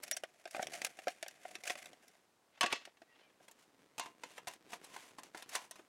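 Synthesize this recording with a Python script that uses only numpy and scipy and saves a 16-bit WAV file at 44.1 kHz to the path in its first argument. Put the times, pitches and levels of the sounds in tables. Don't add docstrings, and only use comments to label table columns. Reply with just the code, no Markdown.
import sys
import numpy as np
from scipy import signal
from scipy.fft import rfft, irfft, next_fast_len
from scipy.io import wavfile

SR = 44100
rng = np.random.default_rng(int(sys.argv[2]) if len(sys.argv) > 2 else 0)


def persist_wave(psi):
    counts = np.round(np.clip(psi, -1, 1) * 32767).astype(np.int16)
    wavfile.write(sys.argv[1], SR, np.atleast_2d(counts).T)


N = 259308

# frequency in Hz, mean level in dB, t60 in seconds before any grip.
POT_MODES = [(348, -8.5, 0.051), (572, -2, 0.021), (657, -6.5, 0.019), (719, -3.5, 0.026),
             (765, -11, 0.068), (1580, -4, 0.039), (2105, -5.5, 0.032), (2540, -1, 0.0099),
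             (2890, -9, 0.009), (3540, -9.5, 0.067), (4550, -7, 0.023), (5610, -8, 0.1), (7400, -29, .04),
             (10500, -14, 0.071)]
PAN_MODES = [(350, -12, .2), (715, -8, .08), (926, -5, .22), (1105, -7, .3), (1136, 2, .45),
             (1723, -11, .12), (1884, -5, .28), (1925, -7, .25), (2640, -4, .3), (2830, -10, .2),
             (3080, -11, .2), (3402, -7, .26), (3795, -10, .25), (4238, -6, .25), (4620, -14, .22),
             (5180, -11, .18), (5590, -15, .2), (6232, -8, .14), (6670, -15, .2), (7583, -13, .16)]
STOVE_MODES = [(715, -6, .06), (905, -4, .28), (985, -4, .28), (1040, -3, .33), (1110, -8, .25),
               (2143, -11, .16), (2610, -11, .16), (2797, -6, .27), (3564, -10, .14), (3844, -11, .15),
               (4140, -9, .13), (4522, -11, .13), (5700, -14, .15), (6170, -13, .15), (6815, -14, .16)]
# frequency in Hz, gain in dB.
SHEET_CROWD = [(60, -31), (180, -12), (300, -6), (480, -4.5), (720, 3.5), (1000, -3), (1300, -1.5),
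               (1800, 1), (3000, 0), (4200, -5), (6500, -4), (10800, -8.5), (13000, -17), (16000, -22.5)]
# frequency in Hz, gain in dB.
POT_HOLLOW = [(200, -5), (450, -6), (590, 3), (730, 5), (880, -7), (1200, -3), (1600, 0), (2100, 3),
              (2900, -1), (5000, 0)]

TOP_HZ = 15900
RING_S = np.arange(SR // 2) / SR
CHOKE_S = .012
THUD_HZ, BODY_HZ, SOFT_HZ, CLANK_HZ = 50, 270, 690, 3120
STROKE_RISE_SHARE = .43
BRISK_S, HISS_DB_PER_HALVING = 0.053, 0.5
SQUEAK_SAG_PER_S = 0.36


def undb(db):
    return 10 ** (np.asarray(db) / 20)


def unit(x):
    return x / np.sqrt(np.mean(x ** 2))


def band(x, lo_hz, hi_hz):
    return signal.sosfilt(signal.butter(3, [lo_hz, hi_hz], "band", fs=SR, output="sos"), x)


def colour(x, points):
    hz, db = np.transpose(points)
    n = 2 * next_fast_len(len(x))
    grid_hz = np.maximum(np.fft.rfftfreq(n, 1 / SR), 1)
    gain_db = np.interp(np.log(grid_hz), np.log(hz), db)
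    cepstrum = irfft(np.log(undb(gain_db)))
    cepstrum[1:n // 2] *= 2
    cepstrum[n // 2 + 1:] = 0
    response = np.exp(rfft(cepstrum))
    return irfft(rfft(x, n) * response)[:len(x)]


def fade(t60):
    return np.exp(-np.log(1000) * RING_S / t60)


def add(out, s, x):
    i = max(int(s * SR), 0)
    out[i:i + len(x)] += x[:N - i]


def grains(rate, spread_db):
    hits = rng.random(N) < rate / SR
    signs = rng.choice([-1, 1], N)
    return hits * signs * undb(spread_db * np.minimum(rng.exponential(size=N), 4))


def wander(n, rate):
    position = np.arange(n) * rate / SR
    return 1.2 * np.interp(position, np.arange(4096), rng.standard_normal(4096))


def clear_ring(modes, strength_db, grip_t60):
    ring = 0
    for hz, db, t60 in modes:
        strength, side = rng.standard_normal(2)
        mode = unit(np.sin(2 * np.pi * hz * RING_S) * fade(t60))
        ring = ring + np.sign(side) * undb(db + strength_db * strength) * mode
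    return unit(ring * fade(grip_t60))


def vessel(modes, crack_t60, tail_t60, tail_db, modes_db):
    crack, wash = rng.standard_normal((2, len(RING_S)))
    tail = undb(tail_db) * band(wash, 224, 6700) * fade(tail_t60)
    crowd = unit(colour(crack * fade(crack_t60) + tail, SHEET_CROWD))
    return crowd + undb(modes_db) * clear_ring(modes, strength_db=3.0, grip_t60=0.15)


def chatter(x, span_s, bounce_db):
    out = x.copy()
    for when, size in rng.random((4, 2)):
        late = np.pad(x, (int(when * span_s * SR), 0))[:len(x)]
        out += undb(bounce_db) * (2 * size - 1) * late
    return out


def knocks(table, blow, span_s, bounce_db, thud_db, body_db, clank_db, top_db):
    out = np.zeros(N)
    onset = int(.015 * SR)
    hz = np.array([THUD_HZ, BODY_HZ, SOFT_HZ, CLANK_HZ, TOP_HZ])
    voice_db = np.array([thud_db, body_db, 0, clank_db, top_db])
    octaves = np.log2(np.maximum(hz / SOFT_HZ, 1))
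    for s, db, hardness in table:
        rattle = chatter(blow(), span_s, bounce_db)
        x = colour(rattle, np.column_stack([hz, voice_db + hardness * octaves]))
        add(out, s, undb(db) * x / np.std(x[:onset]))
    return out


def rub(strokes, modes, rate, spread_db, judder_db, modes_db, hiss_db):
    out = np.zeros(N)
    for s, length_s, db in strokes:
        rise_s, fall_s = STROKE_RISE_SHARE * length_s, (1 - STROKE_RISE_SHARE) * length_s
        t = np.arange(-3 * rise_s, 3 * fall_s, 1 / SR)
        swell = np.exp(-.5 * (t / np.where(t < 0, rise_s, fall_s)) ** 2)
        judder = undb(judder_db * wander(len(t), rate=120))
        slips = grains(rate, spread_db)[:len(t)] * judder
        power = np.abs(signal.fftconvolve(slips ** 2, fade(0.018) ** 2)[:len(t)])
        rasp = colour(rng.standard_normal(len(t)) * np.sqrt(power), SHEET_CROWD)
        struck = clear_ring(modes, strength_db=3.0, grip_t60=0.14)
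        ring = signal.fftconvolve(slips, struck)[:len(t)]
        x = unit(rasp) + undb(modes_db) * unit(ring)
        hiss = undb(hiss_db + HISS_DB_PER_HALVING * np.log2(BRISK_S / length_s))
        sound = unit(band(x, 324, 4440)) + hiss * unit(band(x, 3870, SR / 2 - 1))
        add(out, s + t[0], undb(db) * swell * sound)
    return out


def free_rings(table, modes, crowd_db, crowd_t60):
    out = np.zeros(N)
    onset = int(.03 * SR)
    for s, held_s, db, lowest_hz in table:
        crowd = colour(rng.standard_normal(len(RING_S)), SHEET_CROWD) * fade(crowd_t60)
        ring = clear_ring(modes, strength_db=.5, grip_t60=3)
        x = band(ring + undb(crowd_db) * unit(crowd), lowest_hz, 7000)
        x *= np.exp(-np.maximum(RING_S - (held_s - s), 0) / CHOKE_S)
        add(out, s, undb(db) * x / np.std(x[:onset]))
    return out


def still_air():
    # frequency in Hz, gain in dB.
    air_points = [(15, -21), (25, -25), (48, -9), (161, 1), (863, 4), (1290, 0), (2220, -5), (8830, -10.5),
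                  (16000, -19)]
    return undb(-75) * unit(colour(rng.standard_normal(N), air_points))


def jacket(rate, spread_db, gain_db):
    # time in seconds, level in dB before gain_db.
    rustle_points = [(0.0, -69.5), (0.24, -82.5), (0.51, -88), (0.67, -66.5), (0.98, -80.5), (1.49, -78.5),
                     (1.88, -73.5), (2.31, -87.5), (2.57, -87), (2.73, -78), (2.88, -82.5), (4.57, -74),
                     (4.73, -70.5), (5.88, -78.5)]
    # frequency in Hz, gain in dB.
    cloth_points = [(25, -17), (60, -22), (120, -5), (200, 0), (300, 3.5), (450, 2), (800, -8), (2000, -9),
                    (9000, -24), (16000, -34)]
    s, db = np.transpose(rustle_points)
    level_db = np.interp(np.arange(N) / SR, s, db) + gain_db
    return unit(colour(grains(rate, spread_db), cloth_points)) * undb(level_db)


def pot_blow():
    blow = vessel(POT_MODES, crack_t60=0.015, tail_t60=0.061, tail_db=-9, modes_db=-4.0)
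    return colour(blow, POT_HOLLOW)


def pot():
    # start in seconds, level in dB, hardness in dB per octave
    contact_rows = [(.0339, -48.5, 10.5), (.0795, -53, 2), (.1123, -36, 4.5), (.1155, -43, 2),
                    (.1665, -44, 4.5), (.1698, -44.5, 4), (.2362, -41.5, -3.5), (.4549, -45.5, -5),
                    (.4752, -56, 0.5), (.51, -55.5, 4.5), (.5475, -41.5, -6.5), (.5655, -45, -6),
                    (.5804, -46.5, -8.5), (.5947, -37.5, -13.5), (.6268, -39.5, -1.5), (.6698, -44.5, -1),
                    (.7354, -48, 0), (.8177, -41, -1), (.8475, -35.5, 2.5), (.9888, -49, -3.5),
                    (1.071, -34, -8), (1.0811, -38.5, -3), (1.2273, -41.5, -2.5), (1.263, -50.5, -5),
                    (1.282, -49, 2.5), (1.4508, -44.5, -8.5), (1.5533, -45.5, -2.5), (1.6368, -48.5, 1.5),
                    (1.6755, -42, 2), (1.6981, -38.5, -1), (1.7042, -38.5, -2), (1.7545, -49, -2.5),
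                    (1.8575, -53, 0), (1.9314, -58, -1.5), (2.0807, -63, 5), (2.152, -67.5, -1.5),
                    (3.0179, -56.5, -6)]
    # peak time in seconds, rise plus fall in seconds, level in dB before the hollow.
    stroke_rows = [(.04, 0.016, -48.5), (.08, 0.024, -57.5), (.147, .05, -57.5), (.36, 0.24, -71.5),
                   (.585, 0.089, -53), (.752, 0.056, -48), (.858, .07, -53), (1.01, .12, -63),
                   (1.097, 0.05, -57.5), (1.28, 0.24, -62), (1.5, .14, -60.5), (1.688, 0.053, -45.5),
                   (1.83, 0.099, -57), (2.03, 0.21, -72)]
    struck = knocks(contact_rows, pot_blow, span_s=.004, bounce_db=-1.5,
                    thud_db=-18, body_db=0.5, clank_db=2.0, top_db=1.0)
    rubbed = rub(stroke_rows, POT_MODES, rate=2000, spread_db=3.5, judder_db=4.0,
                 modes_db=-6.5, hiss_db=-2.5)
    return struck + colour(rubbed, POT_HOLLOW)


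def squeaks():
    # start in seconds, length in seconds, starting pitch in Hz, level in dB.
    squeak_rows = [(0.122, 0.025, 5670, -43.5), (3.067, 0.094, 1950, -75), (3.097, 0.088, 2780, -79),
                   (3.192, 0.094, 3100, -80), (3.21, 0.092, 2400, -78)]
    out = np.zeros(N)
    for s, length_s, hz, db in squeak_rows:
        n = int(length_s * SR)
        sag = SQUEAK_SAG_PER_S * np.arange(n) / SR
        pitch_hz = hz * (1 - sag + 0.021 * wander(n, rate=470))
        tone = np.sin(2 * np.pi * np.cumsum(pitch_hz) / SR)
        add(out, s, undb(db) * unit(tone * signal.windows.tukey(n, .7)))
    return out


def pan_blow():
    return vessel(PAN_MODES, crack_t60=0.037, tail_t60=0.17, tail_db=-17.5, modes_db=-7.0)


def pan():
    # start in seconds, level in dB, hardness in dB per octave.
    contact_rows = [(2.6093, -30.5, 0), (2.6122, -39.5, -3), (2.6313, -31.5, -3), (2.6395, -32, -8),
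                    (2.661, -36.5, -2.5), (2.7253, -33.5, -1), (2.7323, -38.5, -6.5), (2.8525, -52.5, 1.5),
                    (2.8747, -57, -10.5), (2.971, -68.5, -3.5)]
    # start in seconds, time held in seconds, level in dB, lowest free Hz.
    ring_rows = [(2.61, 2.722, -35.5, 230), (2.727, 2.92, -45, 1800)]
    # peak time in seconds, rise plus fall in seconds, level in dB.
    stroke_rows = [(2.583, 0.076, -61.5), (2.702, 0.038, -43.5), (2.757, 0.024, -47.5), (2.825, 0.081, -63),
                   (3.18, 0.17, -70.5)]
    out = knocks(contact_rows, pan_blow, span_s=0.0024, bounce_db=-7.5,
                 thud_db=-11, body_db=2, clank_db=5.5, top_db=-4.5)
    out += free_rings(ring_rows, PAN_MODES, crowd_db=-6, crowd_t60=.28)
    out += rub(stroke_rows, PAN_MODES, rate=9700, spread_db=2.0, judder_db=5.5,
               modes_db=-15, hiss_db=-18)
    return out


def stove_blow():
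    return vessel(STOVE_MODES, crack_t60=0.025, tail_t60=0.16, tail_db=-14.5, modes_db=-8.5)


def stove():
    # start in seconds, level in dB, hardness in dB per octave.
    contact_rows = [(3.4015, -64, -8.5), (3.4812, -58, -0.5), (3.5128, -60.5, 2), (3.9812, -45, -.5),
                    (3.996, -41.5, -0.5), (4.0591, -50.5, -5), (4.2355, -45, -3.5), (4.3799, -48.5, -4),
                    (4.4718, -43, -3.5), (4.4809, -46, 0), (4.5364, -56.5, 1), (4.732, -44, -3),
                    (4.8425, -55, 0.5), (4.9635, -47, -2.5), (5.1846, -49.5, -4.5), (5.2337, -54.5, 0.5),
                    (5.3473, -47, -6.5), (5.3733, -52.5, -.5), (5.4237, -51, -1.5), (5.4916, -52.5, 1.5),
                    (5.5518, -36, -2), (5.7106, -49, 1.5), (5.7571, -58, -3), (5.7922, -55.5, -7)]
    # start in seconds, time held in seconds, level in dB, lowest free Hz.
    ring_rows = [(3.996, 4.23, -44, 229), (5.556, 5.71, -50.5, 704)]
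    # peak time in seconds, rise plus fall in seconds, level in dB.
    stroke_rows = [(3.434, 0.028, -68.5), (3.608, 0.059, -68.5), (4.04, 0.08, -63), (4.29, 0.11, -63.5),
                   (4.374, 0.019, -56), (4.51, 0.049, -59.5), (4.725, 0.046, -53.5), (4.86, .065, -63),
                   (4.98, 0.14, -57), (5.192, 0.016, -55.5), (5.258, .038, -65), (5.386, 0.057, -57),
                   (5.535, 0.059, -54), (5.556, 0.028, -42.5), (5.615, 0.063, -58), (5.77, 0.09, -70)]
    out = knocks(contact_rows, stove_blow, span_s=0.0056, bounce_db=-0.5,
                 thud_db=-2, body_db=4.0, clank_db=-1.0, top_db=4.0)
    out += free_rings(ring_rows, STOVE_MODES, crowd_db=-7, crowd_t60=.2)
    out += rub(stroke_rows, STOVE_MODES, rate=1300, spread_db=0.5, judder_db=1.5,
               modes_db=-8, hiss_db=-3.0)
    return out


def scene():
    mid = still_air() + jacket(rate=360, spread_db=3.0, gain_db=5.5)
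    mid += pot() + squeaks() + pan() + stove()
    noise_filter = rng.standard_normal(256) / np.sqrt(256)
    side_points = [(100, -51.0), (1200, -60), (2500, -42), (5000, -25.5), (9000, -15.5), (14000, -15.5)]
    side = colour(signal.fftconvolve(mid, noise_filter)[:N], side_points)
    return np.array([mid + side, mid - side])


def record(dry):
    return signal.sosfilt(signal.ellip(10, .2, 70, TOP_HZ, fs=SR, output="sos"), dry)


dry = scene()
out = record(dry)
persist_wave(out)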